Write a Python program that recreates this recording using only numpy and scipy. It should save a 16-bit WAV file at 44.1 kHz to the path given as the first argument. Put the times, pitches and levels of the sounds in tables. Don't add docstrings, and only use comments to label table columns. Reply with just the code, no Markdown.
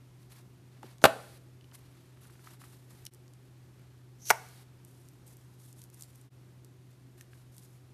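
import sys
import numpy as np
from scipy import signal
from scipy.fft import rfft, irfft, next_fast_len
from scipy.io import wavfile
from scipy.ndimage import uniform_filter1d

SR = 44100
rng = np.random.default_rng(int(sys.argv[2]) if len(sys.argv) > 2 else 0)


def bounce(signal):
    frames = np.transpose(np.atleast_2d(signal))
    limited = np.clip(frames, -1, 1)
    pcm = np.round(limited * 32767).astype(np.int16)
    wavfile.write(sys.argv[1], SR, pcm)


N = 349713


def undb(db):
    return 10 ** (np.asarray(db) / 20)


def level(x, db):
    return x * undb(db) / np.sqrt(np.mean(x ** 2))


def fade(t, t60):
    return np.exp(-np.log(1000) * t / t60)


def along(points, hz):
    point_hz, value = np.transpose(points)
    return np.interp(np.log(np.maximum(hz, 1)), np.log(point_hz), value)


def colour(x, points):
    size = next_fast_len(2 * len(x), True)
    size += size % 2
    gain = undb(along(points, np.arange(size // 2 + 1) * SR / size))
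    cepstrum = irfft(np.log(level(gain, 0)))
    cepstrum[1:size // 2] *= 2
    cepstrum[size // 2 + 1:] = 0
    response = np.exp(rfft(cepstrum))
    return irfft(rfft(x, size) * response)[:len(x)]


def band(x, low_hz, high_hz):
    edges = [low_hz, min(high_hz, .47 * SR)]
    return signal.sosfilt(signal.butter(2, edges, "bandpass", fs=SR, output="sos"), x)


def walk(rate):
    hold = int(SR / rate)
    steps = np.repeat(rng.standard_normal(N // hold + 1), hold)
    return level(uniform_filter1d(steps, hold)[:N], 0)


def add(track, s, x):
    i = int(s * SR)
    track[i:i + len(x)] += x[:N - i]


def even_noise(t):
    phases = 2 * np.pi * rng.random(len(t) // 2 + 1)
    return level(irfft(np.exp(1j * phases), len(t)), 0)


def burst(shape, count=6):
    x = rng.standard_normal(len(shape)) * shape
    for _ in range(count):
        flat = irfft(np.exp(1j * np.angle(rfft(x))), len(x))
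        x = flat * np.sqrt(shape / shape.max())
    return level(x, 0) * np.sqrt(np.mean(shape ** 2))


def grains(rate, low_hz, high_hz, t60, spread_db):
    t = np.arange(SR // 50) / SR
    out = np.zeros(N)
    for when, pitch, size in rng.random((int(rate * N / SR), 3)):
        hz = low_hz * (high_hz / low_hz) ** pitch
        db = spread_db * min(-np.log(1 - size), 3)
        ping = np.sin(2 * np.pi * hz * t) * fade(t, t60)
        add(out, when * N / SR, undb(db) * ping)
    return out


def swell(start_s, length_s, attack_s, sag_db_per_s, release_t60):
    t = np.arange(int((length_s + release_t60) * SR)) / SR
    out = np.zeros(N)
    rise = np.minimum(t / attack_s, 1)
    release = fade(np.maximum(t - length_s, 0), release_t60)
    add(out, start_s, rise * undb(-sag_db_per_s * t) * release)
    return out


# frequency in Hz, relative density in dB per Hz.
AIR_COLOUR = [(20, -27), (35, -16), (50, -6.5), (85, -0.5), (180, -2), (228, -8.5), (272, -2), (315, -8),
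              (358, -2.5), (440, -13.5), (650, -17), (1500, -22.5), (4000, -28), (14000, -34)]
HUM_HZ, HUM_DB, AIR_DB = 125, -57, -61.5


def appliance():
    phase = 2 * np.pi * np.cumsum(HUM_HZ + 0.25 * walk(1.6)) / SR
    hum = level(np.sin(phase) * undb(.5 * walk(3)), HUM_DB)
    rush = colour(rng.standard_normal(N), AIR_COLOUR) * undb(.5 * walk(4.6))
    return hum + level(rush, AIR_DB)


# frequency in Hz, decay by 60 dB in seconds.
ROOM_DECAY = [(100, .35), (400, 0.55), (800, 0.42), (1600, .52), (3500, 0.48), (8000, 0.66), (14000, .3)]
# frequency in Hz, relative level in dB.
ROOM_TONE = [(60, -4), (250, 1.5), (700, 1.5), (1500, -1), (3000, -1), (6000, -2.5), (14000, -4)]


def room(x, db, delay_s, early_db, early_t60):
    t = np.arange(SR * 3 // 4) / SR
    tail = np.zeros(len(t))
    for hz in 62.5 * 2 ** np.arange(9):
        octave = band(even_noise(t), hz / np.sqrt(2), hz * np.sqrt(2))
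        tail += octave * fade(t, along(ROOM_DECAY, hz))
    early = undb(early_db) * even_noise(t) * fade(t, early_t60)
    build_up = np.minimum(t / delay_s, 1) ** 2
    echoes = colour((tail + early) * build_up, ROOM_TONE)
    return undb(db) * signal.fftconvolve(x, echoes)[:N]


# frequency in Hz, relative level in dB, decay by 60 dB in seconds.
BOWL_MODES = [(383, -3.5, 0.33), (467.9, -8, 0.84), (549.3, -11, 0.71), (612, -8, 0.447), (615, -5.5, 0.35),
              (807, -3, 0.26), (1016, -10.5, 0.25), (1160, -7.5, 0.54), (1277, -10.5, .4), (1370, -10, .56),
              (1465.4, -10, .46), (1660, -7, 0.4), (1640, -8.5, .38), (1884, -9.5, .32), (2117, -15, 0.45),
              (2641.5, -16, .45), (2690, -13, 0.51), (3058, -16.5, .25)]


def bowl(x, db):
    t = np.arange(SR * 3 // 4) / SR
    ring = np.zeros(len(t))
    for hz, mode_db, t60 in BOWL_MODES:
        ring += undb(mode_db) * np.sin(2 * np.pi * hz * t) * fade(t, t60)
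    return undb(db) * signal.fftconvolve(x, ring)[:N]


# frequency in Hz, relative density in dB per Hz.
RUB_TONE = [(300, -28), (700, 0), (1150, -2), (1800, -2.5), (3000, -6), (4500, -4), (8000, -21.5)]
# frequency in Hz, relative density in dB per Hz.
FIZZ_TONE = [(1500, -33), (3500, -4.5), (6500, -4.5), (10500, 0.5), (14000, -3)]
# start in seconds, length in seconds, level of its fizz in dB.
HISS_AFTER_POPS = [(1.041, 0.335, -62.5), (4.308, 0.32, -63)]


def after_hiss(body_db):
    fizz = colour(rng.standard_normal(N), FIZZ_TONE)
    body = undb(body_db) * colour(rng.standard_normal(N), RUB_TONE)
    loudness = np.zeros(N)
    for s, length_s, db in HISS_AFTER_POPS:
        loudness += undb(db) * swell(s, length_s, attack_s=.01, sag_db_per_s=4, release_t60=0.055)
    return (fizz + body) * loudness


# start in seconds, length in seconds, rubbing level in dB, fizz level in dB.
FINGER_STROKES = [(0.188, 0.065, -75, -73), (0.292, .11, -64, -63.5), (0.71, 0.068, -70, -80),
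                  (0.82, 0.11, -64, -67.5), (1.729, 0.026, -64, -56.5), (1.77, .19, -70, -71.5),
                  (1.953, 0.18, -71, -74), (2.205, 0.066, -66.5, -62), (2.29, 0.16, -72, -67.5),
                  (2.431, 0.11, -63.5, -61.5), (2.587, 0.19, -65.5, -62.5), (2.78, 0.13, -73.5, -70.5),
                  (2.889, 0.091, -68, -64), (2.977, 0.17, -72, -69.5), (3.62, 0.028, -77, -84.5),
                  (3.76, 0.28, -75.5, -87), (4.86, 0.33, -90, -68), (5.255, 0.077, -81.5, -62.5),
                  (5.363, 0.23, -84, -72), (5.583, 0.13, -81, -61), (5.749, 0.095, -76, -64),
                  (5.92, 0.31, -72, -65), (5.98, .06, -80, -60.5), (6.89, 0.055, -80, -75),
                  (7.167, 0.048, -69.5, -63.5), (7.30, .13, -75, -70), (7.513, 0.087, -79, -64.5),
                  (7.609, .04, -76, -60.5), (7.66, 0.11, -80, -70)]
STROKE_ATTACK_S, STROKE_RELEASE_T60_S, STROKE_SAG_DB_PER_S = 0.017, 0.13, 22.5
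HOLD_RUB_DB, HOLD_FIZZ_DB = -81.5, -80.5


def handling(slip_db, bubble_db, tick_db, uneven_db):
    rub_power, fizz_power = undb(HOLD_RUB_DB) ** 2, undb(HOLD_FIZZ_DB) ** 2
    for s, length_s, rub_db, fizz_db in FINGER_STROKES:
        pressure = swell(s, length_s, STROKE_ATTACK_S, STROKE_SAG_DB_PER_S, STROKE_RELEASE_T60_S)
        rub_power = rub_power + (undb(rub_db) * pressure) ** 2
        fizz_power = fizz_power + (undb(fizz_db) * pressure) ** 2
    rub = colour(rng.standard_normal(N), RUB_TONE)
    hiss = colour(rng.standard_normal(N), FIZZ_TONE)
    slips = level(grains(rate=280, low_hz=947.3, high_hz=3210, t60=0.011, spread_db=2), slip_db)
    bubbles = level(grains(rate=900, low_hz=5500, high_hz=13900, t60=0.0071, spread_db=2.0), bubble_db)
    ticks = level(grains(rate=50, low_hz=7008, high_hz=12984, t60=.004, spread_db=3.5), tick_db)
    rubbing = np.sqrt(rub_power) * level(rub + slips, 0)
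    fizzing = np.sqrt(fizz_power) * level(hiss + bubbles + ticks, 0)
    grip = undb(uneven_db * walk(110))
    return grip * (rubbing + fizzing)


# start in seconds, approximate peak in dB, centre frequency in Hz.
WET_CLICKS = [(0.83, -47.5, 7100), (.983, -49, 5000), (1.0172, -42, 4500), (3.0526, -34.5, 9010),
              (3.063, -38, 6000), (3.066, -32, 6700), (3.137, -44.5, 9910), (3.147, -46, 9900),
              (3.28, -52, 5440), (3.336, -49.5, 6020), (4.2961, -21, 7000), (4.4882, -46.5, 9100),
              (4.8492, -40.5, 12520), (5.0866, -45.5, 7860), (5.2785, -48.5, 11900), (5.3693, -45, 12000),
              (5.7281, -43.5, 8940), (5.8175, -41, 6570), (5.839, -40.5, 9240), (5.901, -47.5, 9040),
              (5.9442, -41.5, 10000), (6.0097, -38, 8050), (6.0228, -31, 9400), (6.035, -41, 6350),
              (6.157, -46, 11970), (6.2142, -47.5, 11000), (6.647, -45, 7600), (7.2107, -40, 7460),
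              (7.5667, -44, 12000), (7.5813, -39.5, 7860)]
CLICK_T60_S = 0.013


def clicks(spread, crest_db, ring_db, ring_t60):
    t = np.arange(SR // 10) / SR
    out = np.zeros(N)
    shape = fade(t, CLICK_T60_S)
    for s, db, hz in WET_CLICKS:
        edge = band(burst(shape, count=4), hz / spread, hz * 1.8)
        edge = band(edge, hz / spread, 18000)
        pitches = hz * 2 ** rng.uniform(-.5, .3, 3)
        pings = sum(np.sin(2 * np.pi * f * t) for f in pitches) * fade(t, ring_t60)
        click = level(level(edge, 0) + level(pings, ring_db), db - crest_db)
        add(out, s, click * np.sqrt(np.mean(shape ** 2)))
    return out


# start in seconds, peak in dB, pitch in Hz.
RUBBER_PLUCKS = [(0.829, -36, 860), (0.839, -42, 224), (1.019, -42, 885.7), (1.024, -38, 318),
                 (1.609, -53, 2994), (1.642, -55, 3020), (1.714, -53.5, 3000), (1.72, -50.5, 940),
                 (2.171, -55, 1220), (2.251, -52.5, 1402), (2.297, -53.5, 1300), (2.353, -53, 1480),
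                 (2.392, -54, 1420), (2.471, -40, 1264), (2.615, -47, 1090), (2.638, -45, 1180),
                 (3.065, -39, 3033), (7.209, -46, 1830), (7.332, -48.5, 1600)]
PLUCK_T60_S, PLUCK_CYCLES = .009, 10


def plucks(rise_s, scrape_db):
    t = np.arange(SR // 10) / SR
    out = np.zeros(N)
    for s, db, hz in RUBBER_PLUCKS:
        rise = (1 - np.exp(-t / rise_s)) ** 2
        swing = fade(t, PLUCK_T60_S + PLUCK_CYCLES / hz) * rise
        scrape = band(burst(swing), hz / np.sqrt(2), hz * np.sqrt(3))
        tone = np.sin(2 * np.pi * hz * t) * swing
        twang = level(tone, 0) + level(scrape, scrape_db)
        add(out, s, undb(db) * twang / np.abs(twang).max())
    return out


# frequency in Hz, relative density in dB per Hz.
TEAR_TONE = [(300, -26.5), (1500, -17.5), (3000, -10.5), (5000, -5.5), (6100, 2), (7500, -6), (9500, -7),
             (11800, -2), (14000, -14)]
# pricked at, widens at and bursts at in seconds,
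# hiss level in dB at the burst, whistle level in dB at the burst.
CUTS = [(1.018, 1.018, 1.039, -52, -68), (4.185, 4.254, 4.303, -40, -45)]
HISS_GROWTH_DB_PER_S, WHISTLE_GROWTH_DB_PER_S = 210, 190
WHISTLE_HZ, WHISTLE_WIDTH_HZ, WHISTLE_ATTACK_S = 6050, 850, .04


def tear(uneven_db, seep_db):
    t = np.arange(N) / SR
    hiss = colour(rng.standard_normal(N), TEAR_TONE)
    low_hz, high_hz = WHISTLE_HZ - WHISTLE_WIDTH_HZ / 2, WHISTLE_HZ + WHISTLE_WIDTH_HZ / 2
    whistle = level(band(rng.standard_normal(N), low_hz, high_hz), 0)
    out = np.zeros(N)
    for prick_s, widen_s, burst_s, hiss_db, whistle_db in CUTS:
        leaking = (t > prick_s) & (t < burst_s)
        now = t[leaking]
        left_s = burst_s - now
        opening_db = np.where(now < widen_s, seep_db, 0)
        hiss_gain = undb(hiss_db + opening_db - HISS_GROWTH_DB_PER_S * left_s)
        attack = np.minimum((now - prick_s) / WHISTLE_ATTACK_S, 1)
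        whistle_gain = attack * undb(whistle_db - WHISTLE_GROWTH_DB_PER_S * left_s)
        out[leaking] += hiss[leaking] * hiss_gain + whistle[leaking] * whistle_gain
    return out * undb(uneven_db * walk(350))


# start in seconds, pressure pulse level in dB, pulse pitch in Hz, flutter level in dB,
# flutter length in seconds, crack level in dB.
BLUE_BALLOON_SNAPS = [(1.0402, -1.5, 1402, -9.5, 0.0097, -10.5), (1.0512, -6, 625.8, -13.5, 0.008, -23),
                      (1.0539, -5.5, 735, -14.5, 0.0047, -19), (1.0580, -9.5, 1143, -18.5, 0.0071, -19.5)]
PINK_BALLOON_SNAPS = [(4.3033, 0, 1884, -13, 0.0069, -14.5), (4.3079, -5.5, 916.6, -15.5, .0055, -20)]
# frequency in Hz, relative density in dB per Hz.
BLUE_SKIN_TONE = [(35, -30.5), (70, -15.5), (115, -7), (180, -7.5), (270, -5.5), (400, -11.5), (670, 3.5),
                  (960, -7.5), (1130, -2), (1580, -4.5), (1900, -14.5), (2700, -12), (4400, -18),
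                  (5400, -27), (14000, -24.5)]
PINK_SKIN_TONE = [(50, -32), (180, -13.5), (290, -26.5), (395, -6), (520, -14), (700, -3), (840, 6),
                  (1200, -7), (1500, 0), (2200, -3), (3100, -28.5), (5900, -13.5), (8000, -22.5),
                  (14000, -20)]


def balloon(snaps, skin, crack_t60, low_hz, crack_hz):
    t = np.arange(SR // 10) / SR
    out = np.zeros(N)
    for s, pulse_db, hz, flutter_db, flutter_s, crack_db in snaps:
        swing = -np.sin(2 * np.pi * hz * t) * fade(t, 7 / hz)
        pulse = band(swing, low_hz, 5900)
        flutter = colour(burst(np.exp(-(t / flutter_s) ** 2), count=3), skin)
        crack = band(burst(fade(t, crack_t60), count=2), crack_hz, 14000)
        add(out, s, undb(pulse_db) * pulse + undb(flutter_db) * flutter + undb(crack_db) * crack)
    return out


PINK_SPILL_DB = -2


def scene():
    blue = balloon(BLUE_BALLOON_SNAPS, BLUE_SKIN_TONE, crack_t60=0.0081, low_hz=270.0, crack_hz=3700)
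    pink = balloon(PINK_BALLOON_SNAPS, PINK_SKIN_TONE, crack_t60=0.025, low_hz=580, crack_hz=4600)
    near = blue + tear(uneven_db=1.9, seep_db=-9)
    near += plucks(rise_s=.001, scrape_db=0.5)
    near += clicks(spread=2.1, crest_db=6.0, ring_db=-5.0, ring_t60=0.0068)
    spill = near + undb(PINK_SPILL_DB) * pink
    ringing = bowl(spill, db=-68.5) + room(spill, db=-53.0, delay_s=0.0061, early_db=7, early_t60=0.2)
    hands = handling(slip_db=-6, bubble_db=-6.5, tick_db=-10, uneven_db=1.84)
    return (near + pink + ringing + hands + after_hiss(body_db=-1) + appliance())[None]


# centre in seconds, half width in seconds.
LEVEL_DIPS = [(3.104, 0.032), (6.299, 0.032)]


def record(dry):
    t = np.arange(N) / SR
    gain = np.prod([np.clip(np.abs(t - s) / half_s, .04, 1) for s, half_s in LEVEL_DIPS], axis=0)
    rounded = np.tanh(0.86 * dry * gain) / 0.79
    return signal.sosfilt(signal.ellip(8, .2, 70, 14000, fs=SR, output="sos"), rounded)


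dry = scene()
out = record(dry)
bounce(out)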